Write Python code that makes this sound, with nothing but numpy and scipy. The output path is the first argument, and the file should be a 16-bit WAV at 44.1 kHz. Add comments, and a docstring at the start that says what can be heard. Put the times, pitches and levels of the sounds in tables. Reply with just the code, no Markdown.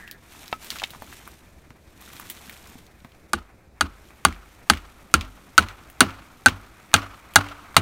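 """Blow after blow, the back of an axe drives a plastic wedge into a split trunk in a snowy forest: decaying
modes of wedge, wood and steel, a crack of shaped noise, a low bloom and a late ground thump.
Echoes off the trees are banded decaying noise; the hardest blows overload the input and clip.
Before that a worker shifts a silent chainsaw and an axe: clacks are damped modes, gear ticks are resonant
noise bursts, the jacket rustles as grainy filtered noise, all over a faint rumble and hiss of air."""
import sys
import numpy as np
from scipy import signal
from scipy.fft import rfft, irfft
from scipy.io import wavfile
from scipy.ndimage import uniform_filter1d

SR = 44100
rng = np.random.default_rng(int(sys.argv[2]) if len(sys.argv) > 2 else 0)


def wav_record(signal):
    """Record a signal, one row per channel, as 16-bit PCM in the file named by sys.argv[1]."""
    frames = np.transpose(np.atleast_2d(signal))
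    bounded = np.clip(frames, -1, 1)
    # unit amplitude maps onto the largest positive 16-bit level
    quanta = np.round(bounded * 32767).astype(np.int16)
    wavfile.write(sys.argv[1], SR, quanta)


N = 344421

# axe on wedge: (time [s], force [dB], wedge pitch [Hz], its ring [dB], second wedge pitch [Hz], its ring [dB],
#                ring choked after [s], trunk ring [dB], low bloom [dB], bloom pitch [Hz], ground thump [dB],
#                saw bar ring [dB])
BLOWS = [(3.333, -15, 1192, -10, 1470, -6.5, 0.011, -12.5, -27.5, 343, -16.5, -57),
         (3.809, -10, 1440, -4, 1257, -13, 0.013, -10.5, -26, 284, -13, -62),
         (4.25, -5.5, 1430, 3, 1170, -1.5, 0.0066, -1.5, -22, 179.8, -9.5, -60),
         (4.699, -3.5, 1236, -10, 1548, -3, 0.01, -6, -22.5, 292, -9.5, -60),
         (5.14, -3.5, 1360, 5, 1560, -11, 0.0077, -14.5, -21, 304, -6, -37),
         (5.579, -1, 1477, 5, 1328, 6.5, 0.012, -10, -21, 308, -10.5, -58),
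         (6.006, 1.5, 1478, 4.5, 1325, 0.5, 0.0085, -10.5, -15.5, 269, -16, -32.5),
         (6.46, -1.5, 1534, 6.5, 1406, 2, 0.02, -3, -19.5, 259, -12, -39),
         (6.94, 2.5, 1360, -1, 1574, -2.5, 0.015, -2, -20.5, 160, -14, -34.5),
         (7.358, 4.5, 1616, -3.5, 1445, 0.5, 0.017, 1.5, -22.5, 150, -14, -28.5),
         (7.766, 3.5, 1140, 5, 1302, 4, 0.005, 1, -17.5, 155, -17, -40)]
# movement of the jacket, as its crisp rustle: (time [s], level [dB])
RUSTLE = [(0, -51.5), (.134, -67.5), (.372, -49), (.6, -56.5), (.62, -47.5), (.77, -43), (.79, -51.5),
          (.97, -54.5), (1.15, -49.5), (1.3, -54.5), (1.41, -61), (1.73, -67), (1.95, -62), (2.01, -53.5),
          (2.19, -48.5), (2.63, -53), (2.78, -55.5), (2.89, -64.5), (3.3, -65.5), (3.7, -73), (4.0, -60.5),
          (7.8, -59.5)]
# soft low noise of bloom and cloth bumps: (frequency [Hz], relative spectrum level [dB])
LOW_SPECTRUM = [(70, -13), (130, -3.5), (200, 5.5), (330, 1), (480, -11), (800, -67)]
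BITE_S = 5.0   # from here the wedge bites


def from_db(db):
    """Amplitude ratio of a level: 20 dB per factor of ten."""
    return 10 ** (np.asarray(db) / 20)


def rms_one(x):
    """Normalises the effective (root mean square) value to 1."""
    return x / np.sqrt(np.mean(x ** 2) + 1e-20)


def at_hz(table, hz, column=1):
    """Interpolates a table column along logarithmic frequency, the scale of musical pitch."""
    table = np.array(table)
    return np.interp(np.log(hz), np.log(table[:, 0]), table[:, column])


def coloured(x, spectrum):
    """Linear filtering: multiplies the spectrum of x by a response, then sets rms 1."""
    hz = np.maximum(np.fft.rfftfreq(len(x), 1 / SR), 1)
    return rms_one(irfft(rfft(x) * from_db(at_hz(spectrum, hz)), len(x)))


def drift(rate_hz):
    """Slow random modulation: straight lines between Gaussian knots, two per period; rms 1."""
    position = np.arange(N) / SR * rate_hz * 2
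    knots = np.arange(int(N / SR * rate_hz * 2) + 2)
    return rms_one(np.interp(position, knots, rng.standard_normal(len(knots))))


def fade(t, t60, rise):
    """Exponential build-up with time constant rise [s], and exponential damping by 60 dB in t60 [s]."""
    return (1 - np.exp(-t / rise)) * from_db(-60 * t / t60)


def follow(swing_db, level_db, share):
    """Power law: the gain is level_db where the swing is 0 dB and takes a share of its changes."""
    return from_db(level_db + share * swing_db)


def sine(t, hz):
    """Simple harmonic motion at a steady frequency."""
    return np.sin(2 * np.pi * hz * t)


def resonate(x, hz, width_hz):
    """Two-pole resonance of a given bandwidth, gain about 1 at its peak."""
    r = np.exp(-np.pi * width_hz / SR)
    gain = (1 - r * r) / 2
    return signal.lfilter([gain, 0, -gain], [1, -2 * r * np.cos(2 * np.pi * hz / SR), r * r], x)


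def modes(t, table, rise):
    """Modal superposition: a sum of damped sines, each excited a little unevenly on every strike."""
    out = np.zeros(len(t))
    for hz, db, t60 in table:
        out += from_db(db + rng.normal(0, 1.3)) * fade(t, t60, rise) * sine(t, hz)
    return out


def add(out, s, sound):
    """Superposition: adds a sound starting at time s [s]."""
    at = round(s * SR)
    out[at:at + len(sound)] += sound[:N - at]


def air():
    """Broadband ambient noise: far rumble and hiss, wavering a little in level."""
    # (frequency [Hz], relative spectrum level [dB])
    air_spectrum = [(15, -2.5), (25, -27), (58, 3), (92, -5), (263, -16), (317, -11.5), (476, -16.5),
                    (575, -15.5), (936, -29.5), (1040, -94), (3920, -35), (6210, -40), (16000, -48)]
    return from_db(-53.5 + 1.5 * drift(21.0)) * coloured(rng.standard_normal(N), air_spectrum)


def scrape(noise):
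    """Amplitude modulation: narrow-band noise rides on a sinking tone as a glove drags over the saw casing."""
    start_hz, sag_hz_per_s, width_hz = 1830, 710, 360
    level_db, hold_s, fall_db_per_s = -50, .14, 350
    t = np.arange(N) / SR
    rough = rms_one(signal.sosfilt(signal.butter(2, width_hz / 2, fs=SR, output="sos"), noise))
    # half the sag in the phase gives the full sag in frequency
    squeak = rough * np.sqrt(2) * sine(t, start_hz - sag_hz_per_s * t / 2)
    scrape_db = level_db - fall_db_per_s * np.maximum(t - hold_s, 0)
    return from_db(scrape_db + 1.8 * drift(32)) * squeak


def rustle():
    """Friction as dense random grains: a crisp coat surface, a duller fold, soft low bumps, one scrape."""
    # both: (frequency [Hz], relative spectrum level [dB])
    crisp_spectrum = [(1290, -7), (2200, -3), (3560, -1.5), (4960, -8), (5390, -5.5), (9330, -7.5),
                      (10300, -9.5), (14700, -9), (16000, -30.5)]
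    dull_spectrum = [(350, -15), (700, 7.5), (1200, 6), (1900, 4.5), (2500, 4), (3300, -22), (5000, -23)]
    full_db, creases_per_s = -53.5, 60   # rustle level of a fully moving coat, and its crackle
    t = np.arange(N) / SR
    crisp_db = np.interp(t, *np.transpose(RUSTLE))
    force_db = np.interp(t, *np.transpose(BLOWS)[:2], left=-100)
    motion_db = crisp_db - full_db

    grain_db = 1.7 * np.minimum(rng.exponential(1, (3, N)), 5)
    grains = rng.standard_normal((3, N)) * from_db(grain_db)
    # each crease lifts the surface and fold grains for 60 samples
    crease_rate = creases_per_s * np.minimum(from_db(motion_db) ** 2, 1)
    creases = 1.0 * (rng.random((2, N)) < crease_rate / SR)
    grains[:2] *= 1 + 1.15 * uniform_filter1d(creases, size=60) * 60

    crisp = from_db(crisp_db + 1.6 * drift(70)) * coloured(grains[0], crisp_spectrum)
    # the swinging arm rubs harder as the blows grow
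    sleeve = follow(force_db, level_db=-59.5, share=1)
    fold = np.hypot(follow(motion_db, level_db=-56.5, share=0.36), sleeve)
    dull = fold * from_db(2.15 * drift(23)) * coloured(grains[1], dull_spectrum)
    bumps = follow(motion_db, level_db=-58, share=0.48) * from_db(3.5 * drift(18))
    low = bumps * coloured(grains[2], LOW_SPECTRUM)
    return crisp + dull + low + scrape(grains[2])


def faint_ticks(count):
    """Random point process: small ticks, likelier and louder where the jacket rustles most."""
    when, size, pitch = rng.random((count, 3)).T
    rustle_db = np.interp(np.arange(N) / SR, *np.transpose(RUSTLE))
    energy = np.cumsum(from_db(rustle_db) ** 2)
    at = np.searchsorted(energy, when * energy[-1])
    level_db = rustle_db[at] + 17.5 + 8 * (size - .5)
    return list(zip(at / SR, level_db, 900 * 4 ** pitch, np.full(count, -18.5)))


def ticks():
    """Impulsive excitation: a dry noise burst in a broad resonance, with a bright snap on top."""
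    # gear and bark, and ticks just before some late blows: (time [s], level [dB], centre [Hz], snap relative to
    # that level [dB])
    small_ticks = [(0.0766, -25.5, 2400, -16), (0.1123, -24.5, 3840, -6), (0.48, -28, 4120, -11),
                   (0.5267, -16, 1320, -23), (0.6453, -31, 3910, 0), (0.7038, -11.5, 4030, -13),
                   (0.7162, -27, 2320, -18), (0.7863, -18, 3180, -20), (0.798, -17, 2940, -20),
                   (0.819, -15, 985, -23), (0.8362, -11, 2850, -22), (0.905, -27, 3780, -5),
                   (0.9358, -26.5, 910, -27), (0.9482, -28, 940, -30), (1.0216, -21.5, 740, -16),
                   (1.2762, -28.5, 1050, -7), (1.705, -31.5, 1260, -28), (2.0133, -30, 1280, -8),
                   (2.134, -31.5, 1330, -7), (2.1983, -26, 1110, -7), (2.2998, -18, 2870, -1.5),
                   (2.4957, -22, 2160, -10.5), (3.047, -27, 1140, -20), (2.6726, -38, 6000, -5),
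                   (2.866, -38, 4500, -10), (3.0036, -42.5, 3000, -17), (3.1193, -38.5, 2600, -20),
                   (5.9, -33, 1950, -3.5), (6.916, -33, 2000, -16), (6.933, -19, 1095, -35),
                   (7.337, -30.5, 2500, -7), (7.744, -25, 1230, -28)]
    # the wedge rebounds in the split after a blow: (time [s], level [dB])
    rebounds = [(3.354, -28), (4.2847, -22), (4.3254, -25.5), (4.345, -38), (4.7353, -15.5), (4.7503, -28),
                (4.7724, -21), (5.2102, -15), (5.2492, -34.5), (5.608, -18), (5.6244, -22), (5.686, -21.5),
                (6.106, -28), (6.4844, -7.5), (6.9627, -9), (7.0194, -26), (7.487, -24)]
    rebound_hz, rebound_snap_db = 2340, -25
    rows = small_ticks + [(s, db, rebound_hz, rebound_snap_db) for s, db in rebounds]
    rows = rows + faint_ticks(count=45)
    out, t = np.zeros(N), np.arange(SR // 20) / SR
    shape = fade(t, 0.006, 0.000067) + from_db(-13.5) * fade(t, 0.093, 0.00033)
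    for s, db, hz, snap_db in rows:
        burst = rng.standard_normal(len(t)) * shape
        # the root makes up for the narrower band of low ticks
        body = resonate(burst, hz, 0.52 * hz) * np.sqrt(SR / hz / 6)
        snap = from_db(snap_db) * np.diff(burst, prepend=0)
        add(out, s, from_db(db) * (body + snap))
    return out


def saw_hum():
    """Sympathetic vibration: after a blow the bar in the cut and the body of the saw hum on."""
    # the bar is tighter as the wedge bites
    bar_hz, bar_rise_hz_per_s = 253, 15.4
    body_hz, body_db, body_rise_db_per_s = 97.5, -38, 2.5
    out, t = np.zeros(N), np.arange(SR // 2) / SR
    body_shape = fade(t, 0.36, 0.01) + from_db(9.5) * fade(t, 0.35, 0.029)
    for s, *_, bar_db in BLOWS:
        since_bite_s = s - BITE_S
        bar = fade(t, 0.51, 0.034) * sine(t, bar_hz + bar_rise_hz_per_s * since_bite_s)
        add(out, s, from_db(bar_db) * bar)
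        if since_bite_s > 0:
            body_gain = from_db(body_db + body_rise_db_per_s * since_bite_s)
            add(out, s, body_gain * body_shape * sine(t, body_hz))
    return out


def saw_clacks():
    """Modal excitation: the hard parts of the moved saw ring, most strongly near one pitch of each clack."""
    # (time [s], level [dB], strongest near [Hz])
    clacks = [(0.528, -5.5, 1290), (0.721, -29, 230), (.83, -19, 900), (0.839, -10.5, 3030),
              (0.961, -25.5, 220), (1.021, -28, 278), (1.708, -25.5, 218), (2.15, -26, 200),
              (2.755, -23, 245), (3.049, -18.5, 245)]
    # hard parts of the saw: (frequency [Hz], level before the fall away from the clack's pitch [dB], t60 [s])
    casing = [(142, -12, 0.057), (245, -13, 0.048), (760, -3, 0.016), (904, -11, 0.027),
              (1290, -18.5, 0.085), (2250, -6, 0.016), (2670, -8, 0.024), (2990, 1.5, 0.0058),
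              (3640, -4.5, 0.015)]
    fall_db_per_octave = 9.5
    out, t = np.zeros(N), np.arange(SR // 2) / SR
    for s, db, near_hz in clacks:
        struck = []
        for hz, mode_db, t60 in casing:
            octaves = abs(np.log2(hz / near_hz))
            struck.append((hz, mode_db - fall_db_per_octave * octaves, t60))
        add(out, s, from_db(db) * modes(t, struck, 0.00013))
    return out


def forest():
    """Diffuse scattering: echoes off many trunks blur into lumpy noise that dies band by band."""
    # near trunks: (frequency [Hz], relative band level [dB], t60 [s])
    scatter = [(300, -7, 0.11), (830, 5, 0.16), (1360, -7.5, 0.27), (1820, 7.5, 0.09), (3620, -13, 0.21),
               (6760, -23.5, 0.2), (11760, -28, 0.16)]
    out, t = np.zeros(N), np.arange(SR) / SR
    edges = 200 * 2 ** np.arange(0, 6.6, .5)   # half-octave bands [Hz]
    white, lumps = rng.standard_normal((2, N)), from_db(3.06 * drift(45))
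    for k, (low, high) in enumerate(zip(edges, edges[1:])):
        band_filter = signal.butter(2, [low, high], "band", fs=SR, output="sos")
        band = signal.sosfilt(band_filter, white[k % 2])
        hz, level = np.sqrt(low * high), np.zeros(N)
        t60 = at_hz(scatter, hz, column=2)
        band_gain = from_db(at_hz(scatter, hz))
        near, far = fade(t, t60, 0.00088), fade(t, 6.07 * t60, 0.025)
        for s, force_db, *_ in BLOWS:
            near_echo = follow(force_db, level_db=-11.5, share=0.81) * near
            # the far wood answers the hard blows most
            far_echo = follow(force_db, level_db=-33, share=1.33) * far
            add(level, s, band_gain * (near_echo + far_echo))
        out += level * band
    wedge_tone = resonate(resonate(out, 1200, 450), 1380, 450)   # carries furthest
    return (out + from_db(5.5) * wedge_tone) * lumps


def ground_thump(t, s, thump_db):
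    """Low-frequency ground vibration: a swelling tone, its lowest part last; higher and quicker after the bite."""
    bitten_s = max(s - BITE_S, 0)
    thump_hz = 76.3 + 7.1 * bitten_s
    swell_s = 0.031 / (1 + 0.33 * bitten_s)
    thump = fade(t, 0.14, swell_s) * sine(t, thump_hz)
    lowest = from_db(-16.0) * fade(t, 0.49, 0.089) * sine(t, 47)
    return from_db(thump_db) * (thump + lowest)


def low_bloom(t, bloom_db, bloom_hz):
    """Damped low resonance: hollow noise and a quickly dying tone swell together."""
    noise = from_db(0.5) * coloured(rng.standard_normal(len(t)), LOW_SPECTRUM)
    tone = from_db(3.5 - 230 * t) * sine(t, bloom_hz)
    return from_db(bloom_db) * fade(t, 0.18, 0.0053) * (noise + tone)


def crack(t, force_db):
    """Impact and fracture: steel on plastic snaps, fibres and bark crackle on, the axe head rings."""
    # (frequency [Hz], relative spectrum level [dB])
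    crack_spectrum = [(1060, -68), (1800, -15.5), (2920, -12.5), (4490, -11), (5150, -18.5), (6960, -12.5),
                      (7630, -21), (8590, -10.5), (16000, -38.5)]
    # steel of the axe head: (frequency [Hz], relative level [dB], t60 [s])
    axe_modes = [(2095, -1.5, 0.027), (2462, 2.5, 0.022), (2827, -9.5, 0.059), (3134, -9.5, 0.041),
                 (3467, -7.5, 0.036), (3880, -10.5, 0.053), (4470, 2.5, 0.025), (6220, -3, 0.021),
                 (8660, -42, 0.0096)]
    shape = fade(t, 0.0073, .0001) + from_db(-21.0) * fade(t, 0.06, 0.00063)
    # level varies at random over some 40 samples
    splinter_db = 3.5 * np.sqrt(40) * uniform_filter1d(rng.standard_normal(len(t)), size=40)
    grit = rng.standard_normal(len(t)) * from_db(splinter_db)
    steel = from_db(-10.5) * modes(t, axe_modes, 0.0036)
    return follow(force_db, level_db=5, share=0.82) * (shape * coloured(grit, crack_spectrum) + steel)


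def trunk(t, wood_db):
    """Modal vibration of the trunk under the wedge, heavily damped."""
    # (frequency [Hz], relative level [dB], t60 [s])
    trunk_modes = [(693, -7, 0.033), (747, -6.5, 0.03), (823.6, 0.5, 0.029)]
    return from_db(wood_db) * modes(t, trunk_modes, 0.0026)


def wedge(t, force_db, main_tones, choke_s):
    """Modal vibration with growing damping: the wood closes on the wedge and chokes its ring."""
    # fainter modes gripped in the wood: (frequency [Hz], level at 0 dB force [dB], share of force, t60 [s])
    side_modes = [(1195, -13, .5, 0.043), (1264, -4.5, 0.83, 0.061), (1624, -11, 0.4, 0.089)]
    tones = [(hz, db, 0.069) for hz, db in main_tones]
    tones += [(hz, db + share * force_db, t60) for hz, db, share, t60 in side_modes]
    return modes(t, tones, 0.0018) * np.exp(-(t / choke_s) ** 2)


def blows():
    """Superposed impact responses of wedge, trunk and axe, with the ground thump arriving late."""
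    thump_lag_s = 0.01105
    out, t = np.zeros(N), np.arange(SR // 2) / SR
    for row in BLOWS:
        s, force_db, hz, ring_db, second_hz, second_db, choke_s = row[:7]
        wood_db, bloom_db, bloom_hz, thump_db = row[7:11]
        add(out, s, wedge(t, force_db, [(hz, ring_db), (second_hz, second_db)], choke_s))
        add(out, s, trunk(t, wood_db))
        add(out, s, crack(t, force_db))
        add(out, s, low_bloom(t, bloom_db, bloom_hz))
        add(out, s + thump_lag_s, ground_thump(t, s, thump_db))
    return out


def scene():
    """Linear superposition of all sources, as one channel."""
    return (air() + rustle() + ticks() + saw_hum() + saw_clacks() + forest() + blows())[None]


def record(dry):
    """Hard clipping cuts overloading peaks flat; an elliptic low-pass then removes the top of the band."""
    cutoff_hz = 15800
    lowpass = signal.ellip(10, .5, 60, cutoff_hz, fs=SR, output="sos")
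    return signal.sosfilt(lowpass, np.clip(dry, -.97, .97))


dry = scene()
out = record(dry)
wav_record(out)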